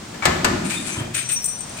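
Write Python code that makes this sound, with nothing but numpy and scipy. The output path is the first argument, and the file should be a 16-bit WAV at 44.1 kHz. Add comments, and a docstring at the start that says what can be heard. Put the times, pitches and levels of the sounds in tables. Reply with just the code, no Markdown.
"""A hydraulic press punches a steel pipe, a little to the left, in a large workshop where machines drone.
After a faint tap the clamp knocks shut; two heavy blows crack, clang and thud, and the frame shudders.
From 0.6 s the pipe slides along its guide, friction making it hiss and squeak; near 1 s it bumps the stop.
Drawn on, it scrapes, squeaks, chatters and clinks as its wall resonates. The hall echoes press and pipe."""
import sys
import numpy as np
from scipy import signal
from scipy.fft import rfft, irfft
from scipy.io import wavfile

SR = 44100
rng = np.random.default_rng(int(sys.argv[2]) if len(sys.argv) > 2 else 0)


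def persist_wave(psi):
    """Save psi, clipped to +-1, as 16-bit WAV."""
    counts = np.round(np.clip(psi, -1, 1) * 32767).astype(np.int16)
    wavfile.write(sys.argv[1], SR, np.atleast_2d(counts).T)


N = 79380
T, HZ = np.arange(N) / SR, np.fft.rfftfreq(N, 1 / SR)


def amp(db):
    """Decibels to gain."""
    return 10 ** (np.asarray(db) / 20)


def unit(x):
    """Scales to rms 1."""
    return x / np.sqrt(np.mean(x ** 2) + 1e-20)


def read(points, hz=HZ):
    """Reads a table on a log-frequency axis."""
    f, value = np.transpose(points)
    return np.interp(np.log(hz + 1), np.log(f + 1), value)


def level(points):
    """Gain over time from (s, dB) points."""
    return amp(np.interp(T, *np.transpose(points)))


def colour(x, db):
    """Filters by a gain in dB per frequency."""
    return irfft(rfft(x) * amp(db), N)


def envelope(start, rise_s, hold_s, t60_s):
    """Linear rise; exponential decay from hold_s after the start."""
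    return np.clip((T - start) / rise_s, 0, 1) * amp(-60 * np.maximum(T - start - hold_s, 0) / t60_s)


def waver(band_hz):
    """Smooth random movement of rms 1."""
    return unit(irfft(rfft(rng.standard_normal(N)) * np.exp(-(HZ / band_hz) ** 2), N))


# Diffuse sound field. Each row: frequency in Hz, left-right coherence.
COHERENCE = [(100, 0.99), (250, 0.93), (500, 0.05), (1000, 0.24), (2000, 0.29), (8000, 0.058)]


def pair(x):
    """Makes two unrelated signals as alike as diffuse sound at two close points."""
    a, b = rfft(x)
    alike = read(COHERENCE)
    return irfft(np.array([a, alike * a + np.sqrt(1 - alike ** 2) * b]), N)


def noise(spectrum):
    """Stereo noise of a given spectral shape, rms 1."""
    return unit(colour(pair(rng.standard_normal((2, N))), read(spectrum)))


def ring(start, modes):
    """Struck modes decay; left and right differ in phase where coherence is low."""
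    out, first = np.zeros((2, N)), round(start * SR)
    t = T[:N - first]
    for hz, db, t60 in modes:
        phase = rng.uniform(-np.pi, np.pi, (2, 1)) * (1 - read(COHERENCE, hz))
        onset = np.minimum(t * hz / 2, 1)
        out[:, first:] += onset * amp(db - 60 * t / t60) * np.sin(2 * np.pi * hz * t + phase)
    return out


# Workshop drone. Each row: time in seconds, level in dB.
DRONE_LEVEL = [(0, -37), (.6, -35.5), (1.35, -40.5), (1.58, -39), (1.7, -35), (1.8, -35)]
# Each row: frequency in Hz, relative density in dB.
DRONE_SPECTRUM = [(25, -12), (70, -1.5), (166, 3), (350, -5), (860, -7), (2400, -12.5), (6000, -14),
                  (8500, -15.5), (11000, -30.5)]


def drone():
    """Other machines run in the hall."""
    return level(DRONE_LEVEL) * noise(DRONE_SPECTRUM)


# Hall decay. Each row: frequency in Hz, T60 in seconds.
HALL_T60 = [(150, 1.45), (1000, 1.1), (8000, 1.05), (15000, 0.76)]


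def hall(x, delay_s=0.0087):
    """Diffuse echo of the workshop, the treble dying first."""
    hz, t, bins = signal.stft(pair(rng.standard_normal((2, N))), SR, nperseg=256)
    decay = amp(-60 * t / read(HALL_T60, hz)[:, None])
    tail = signal.istft(bins * decay, SR, nperseg=256)[1][:, :N]
    tail *= np.clip(T / delay_s - 1, 0, 1)
    return signal.fftconvolve(x, tail / np.linalg.norm(tail[0]), axes=1)[:, :N]


# Frame shudder. Each row: time in seconds, level in dB.
SHUDDER_LEVEL = [(.22, -43), (.3, -31.5), (.42, -27), (.54, -25), (.67, -26), (.71, -30.5), (.9, -38),
                 (1.14, -58)]
# Each row: frequency in Hz, relative density in dB.
SHUDDER_SPECTRUM = [(30, -29), (70, -10.5), (120, -9.5), (180, 0.5), (260, -4.5), (360, -2.5), (460, -24.5),
                    (1000, -25), (3000, -72)]


def shudder(depth_db=2):
    """The heavy frame rumbles unevenly through the stroke."""
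    rumble = noise(SHUDDER_SPECTRUM) * amp(depth_db * np.tanh(waver(band_hz=14)))
    return level(SHUDDER_LEVEL) * unit(rumble)


# Pipe wall resonances. Each row: frequency in Hz, width in Hz, gain in dB.
WALL_RESONANCES = [(2464, 226, 10), (8513, 69, 10.5), (9080, 74, 13.5), (13460, 110, 15), (14340, 110, 18),
                   (15150, 110, 7)]


def friction(spectrum, resonances=WALL_RESONANCES, slips_per_s=5000, spread_db=1.5):
    """Dense tiny slips of uneven size excite the pipe wall."""
    slipping = rng.random(N) < slips_per_s / SR
    sizes = amp(spread_db * np.minimum(rng.exponential(1, N), 4))
    slips = pair(slipping * sizes * rng.standard_normal((2, N)))
    wall = 1 + sum(amp(db) / (1 + 2j * (HZ - hz) / width) for hz, width, db in resonances)
    return unit(colour(irfft(rfft(slips) * wall, N), read(spectrum)))


# Pipe sliding. Each row: time in seconds, level in dB.
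SLIDE_LEVEL = [(.62, -76), (.7, -34.5), (.76, -34.5), (.84, -37.5), (.875, -28.5), (.92, -32), (1.005, -39),
               (1.04, -65)]
# Each row: frequency in Hz, relative density in dB.
SLIDE_SPECTRUM = [(400, -6), (1300, 0), (2500, 1), (5000, -2), (6500, -2), (7800, 4.5), (10500, -4),
                  (12000, -20), (15500, -28)]


def slide():
    """Light friction along the guide only hisses."""
    return level(SLIDE_LEVEL) * friction(SLIDE_SPECTRUM, resonances=[])


# Pipe scrapes. Each row: start in seconds, length in seconds, level in dB.
SCRAPES = [(0.644, 0.028, -33.5), (.695, 0.041, -28), (1.139, 0.03, -25.5), (1.173, 0.063, -37.5),
           (1.2875, 0.016, -27), (1.766, 0.052, -37)]
# Each row: frequency in Hz, relative density in dB.
SCRAPE_SPECTRUM = [(900, -29), (1400, -5), (2600, -6), (3700, -2), (5200, -8), (7000, -6), (8200, -4),
                   (9800, -16.5), (15000, -33)]


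def scrapes(rise_s=0.0056, t60_s=0.23):
    """Short, harder rubs make the wall ring."""
    strokes = sum(amp(db) * envelope(start, rise_s, length, t60_s) for start, length, db in SCRAPES)
    return strokes * friction(SCRAPE_SPECTRUM)


# Bursts of chatter. Each row: start in seconds, length in seconds, level in dB.
CHATTERS = [(1.133, 0.023, -40), (1.305, .03, -37), (1.416, 0.038, -37)]
# Each row: frequency in Hz, relative density in dB.
CHATTER_SPECTRUM = [(5000, -18), (9500, 5), (12500, -25), (13500, -8), (15400, 4), (16200, -18)]


def chatter(swell_share=0.8, t60_s=0.2):
    """The pipe chatters on its guide: a swelling shimmer of the wall's highest resonances."""
    swells = sum(amp(db) * envelope(start, swell_share * length, length, t60_s)
                 for start, length, db in CHATTERS)
    return swells * friction(CHATTER_SPECTRUM)


# Pipe squeaks. Each row: start in seconds, length in seconds, pitch in Hz, relative level in dB.
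SQUEAKS = [(0.638, 0.03, 8980, -28.5), (0.69, 0.055, 2440, -22), (0.747, 0.036, 3650, -21),
           (0.869, 0.069, 2405, -24.5), (0.89, 0.047, 6260, -26.5), (0.967, 0.029, 3160, -25),
           (1.148, 0.024, 8985, -18), (1.181, 0.014, 8400, -17.5), (1.215, 0.064, 8410, -28),
           (1.237, 0.024, 5920, -26), (1.305, 0.038, 8980, -17.5), (1.305, 0.024, 8490, -16),
           (1.312, 0.037, 2450, -29), (1.348, 0.024, 5900, -14.5), (1.358, 0.026, 5690, -25),
           (1.392, 0.038, 5560, -25.5), (1.47, 0.024, 8400, -16), (1.49, 0.06, 5910, -26),
           (1.569, 0.034, 8465, -26), (1.713, 0.057, 6280, -36), (1.768, 0.025, 2450, -32)]
# Rasp. Each row: pitch in Hz, noisy share of the power.
SQUEAK_ROUGHNESS = [(3700, .5), (5600, .06)]


def squeaks(swell_share=0.8, t60_s=0.17, rasp_hz=150):
    """A rubbed pipe mode swells, then rings out; low squeaks rasp, shrill ones are nearly pure."""
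    out = np.zeros((2, N))
    for start, length, hz, db in SQUEAKS:
        rough = read(SQUEAK_ROUGHNESS, hz)
        grip = np.sqrt(1 - rough) + np.sqrt(rough / 2) * (waver(rasp_hz) + 1j * waver(rasp_hz))
        phase = 2 * np.pi * hz * T + rng.uniform(-1.3, 1, (2, 1))
        tone = (grip * np.exp(1j * phase)).real / 2
        out += amp(db) * tone * envelope(start, swell_share * length, length, t60_s)
    return out


# Pipe striking its guide. Each row: start in seconds, level in dB.
CLINKS = [(1.145, -27), (1.2888, -27), (1.318, -27), (1.4418, -24), (1.456, -25), (1.606, -32.5),
          (1.693, -39.5)]
# Contact tick. Each row: frequency in Hz, relative density in dB.
TICK_SPECTRUM = [(3000, -45), (6500, -5.5), (8500, 1.5), (10000, -14), (12300, -31)]
# Pipe modes. Each row: frequency in Hz, relative level in dB, T60 in seconds.
PIPE_MODES = [(5640, -15, 0.56), (5918, -10.5, 0.57), (6290, -13.5, 0.72), (8500, -1.5, 0.19),
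              (8987, -5.5, 0.44), (15149, -26, 0.27)]


def clinks(tick_db=5, flutter_depth=0.45, flutter_hz=50):
    """A bright tick sets the pipe's modes ringing; each flutters as the pipe shifts on its guide."""
    contacts = sum(amp(db) * envelope(start, rise_s=0.002, hold_s=0, t60_s=0.06) for start, db in CLINKS)
    out = amp(tick_db) * friction(TICK_SPECTRUM) * contacts
    for mode in PIPE_MODES:
        flutter = 1 + flutter_depth * (waver(flutter_hz) + 1j * waver(flutter_hz))
        ringing = sum(amp(db) * ring(start, [mode]) for start, db in CLINKS)
        out += (flutter * signal.hilbert(ringing)).real / np.hypot(1, flutter_depth)
    return out


# Jaw grind. Each row: frequency in Hz, relative density in dB.
CLAMP_SPECTRUM = [(450, -15), (800, 4), (1300, 6), (2400, -1.5), (2900, -8), (7800, -14.5), (10500, -38)]
# Jaw ping. Each row: frequency in Hz, relative level in dB, T60 in seconds.
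CLAMP_MODES = [(2274, 3, 0.12)]


def clamp(start_s=0.2225, level_db=-24):
    """The jaws ping and grind shut on the pipe just before the first heavy blow."""
    grind = noise(CLAMP_SPECTRUM) * envelope(start_s, rise_s=0.0016, hold_s=0.024, t60_s=0.18)
    return amp(level_db) * (grind + ring(start_s, CLAMP_MODES))


# A tap, two heavy blows, a double bump. Each row: start in seconds, crack, clang and thud levels in dB.
BLOWS = [(0.14, -41, -39.5, -56), (0.2526, -12, -15.5, -20), (0.4445, -13.5, -20, -26.5),
         (.955, -59, -34.5, -27.5), (.995, -54, -35.5, -28.5)]
# The three parts of a blow. Each row: frequency in Hz, relative density in dB.
CRACK_SPECTRUM = [(200, 3), (700, 5), (3500, 4.5), (6300, 0.5), (7700, 3), (10000, -13), (13500, -14.5),
                  (16000, -29)]
CLANG_SPECTRUM = [(150, -21), (450, 2), (650, 5.5), (1300, 3.5), (2300, 0), (3100, -6), (5000, -9),
                  (8000, -22), (14000, -39)]
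THUD_SPECTRUM = [(25, -17), (50, -13), (80, 2), (200, -2.5), (350, -4.5), (900, -46)]
# Modes of frame and die. Each row: frequency in Hz, relative level in dB, T60 in seconds.
FRAME_MODES = [(169, -17.5, 1.76), (222.8, -10.5, 0.51), (352.2, -15, 1.6), (560.5, -10, 0.4),
               (615.6, -11.5, 0.79), (1302, -15, 0.61), (1735, -5, 0.25)]
DIE_MODES = [(846, 2, 0.081), (1174, -5.5, 0.22), (1228, -6, .3), (1450, -7.5, 0.3), (1504, -11, 0.31),
             (1739, -0.5, 0.23), (1815, -4, 0.25)]


def press(die_start_s=0.4444, die_db=-19):
    """Steel cracks, panels and frame clang over a low thud; the second heavy blow also rings the die."""
    crack, clang, thud = noise(CRACK_SPECTRUM), noise(CLANG_SPECTRUM), noise(THUD_SPECTRUM)
    out = np.zeros((2, N))
    for start, crack_db, clang_db, thud_db in BLOWS:
        out += amp(crack_db) * crack * envelope(start, rise_s=0.0016, hold_s=0.0058, t60_s=0.049)
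        panels = clang * envelope(start, rise_s=0.007, hold_s=0.0035, t60_s=0.38)
        out += amp(clang_db) * (panels + ring(start, FRAME_MODES))
        out += amp(thud_db) * thud * envelope(start, rise_s=0.026, hold_s=0.021, t60_s=0.27)
    return out + amp(die_db) * ring(die_start_s, DIE_MODES)


def pan(x, balance):
    """Sets the left-right balance, frequency by frequency."""
    return colour(x, np.array([read(balance), -read(balance)]) / 2)


# Balance of direct and diffuse sound. Each row: frequency in Hz, left minus right in dB.
DIRECT_BALANCE = [(300, 0), (600, 7), (1200, 6), (2500, 6.5), (4500, -2), (6000, 5), (8300, 12.5)]
DIFFUSE_BALANCE = [(250, -0.5), (600, 6), (1500, 3), (3000, -1), (9000, 1)]


def scene(press_send_db=-6.5, pipe_send_db=-9.5, right_lag_s=0.00009):
    """Press and pipe to the left, their echo, and the drone of the workshop."""
    blows = press() + clamp()
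    pipe = slide() + scrapes() + squeaks() + chatter() + clinks()
    echo = hall(amp(press_send_db) * blows + amp(pipe_send_db) * pipe)
    direct = pan(blows + pipe + shudder(), DIRECT_BALANCE)
    direct[1] = irfft(rfft(direct[1]) * np.exp(-2j * np.pi * HZ * right_lag_s), N)
    return direct + pan(echo + drone(), DIFFUSE_BALANCE)


def record(dry):
    """Clips at full scale, then low-passes at 16.2 kHz."""
    lowpass = signal.firwin(511, 16200, window=("kaiser", 9), fs=SR)
    return signal.oaconvolve(np.clip(dry, -1, 1), lowpass[None], "same")


dry = scene()
out = record(dry)
persist_wave(out)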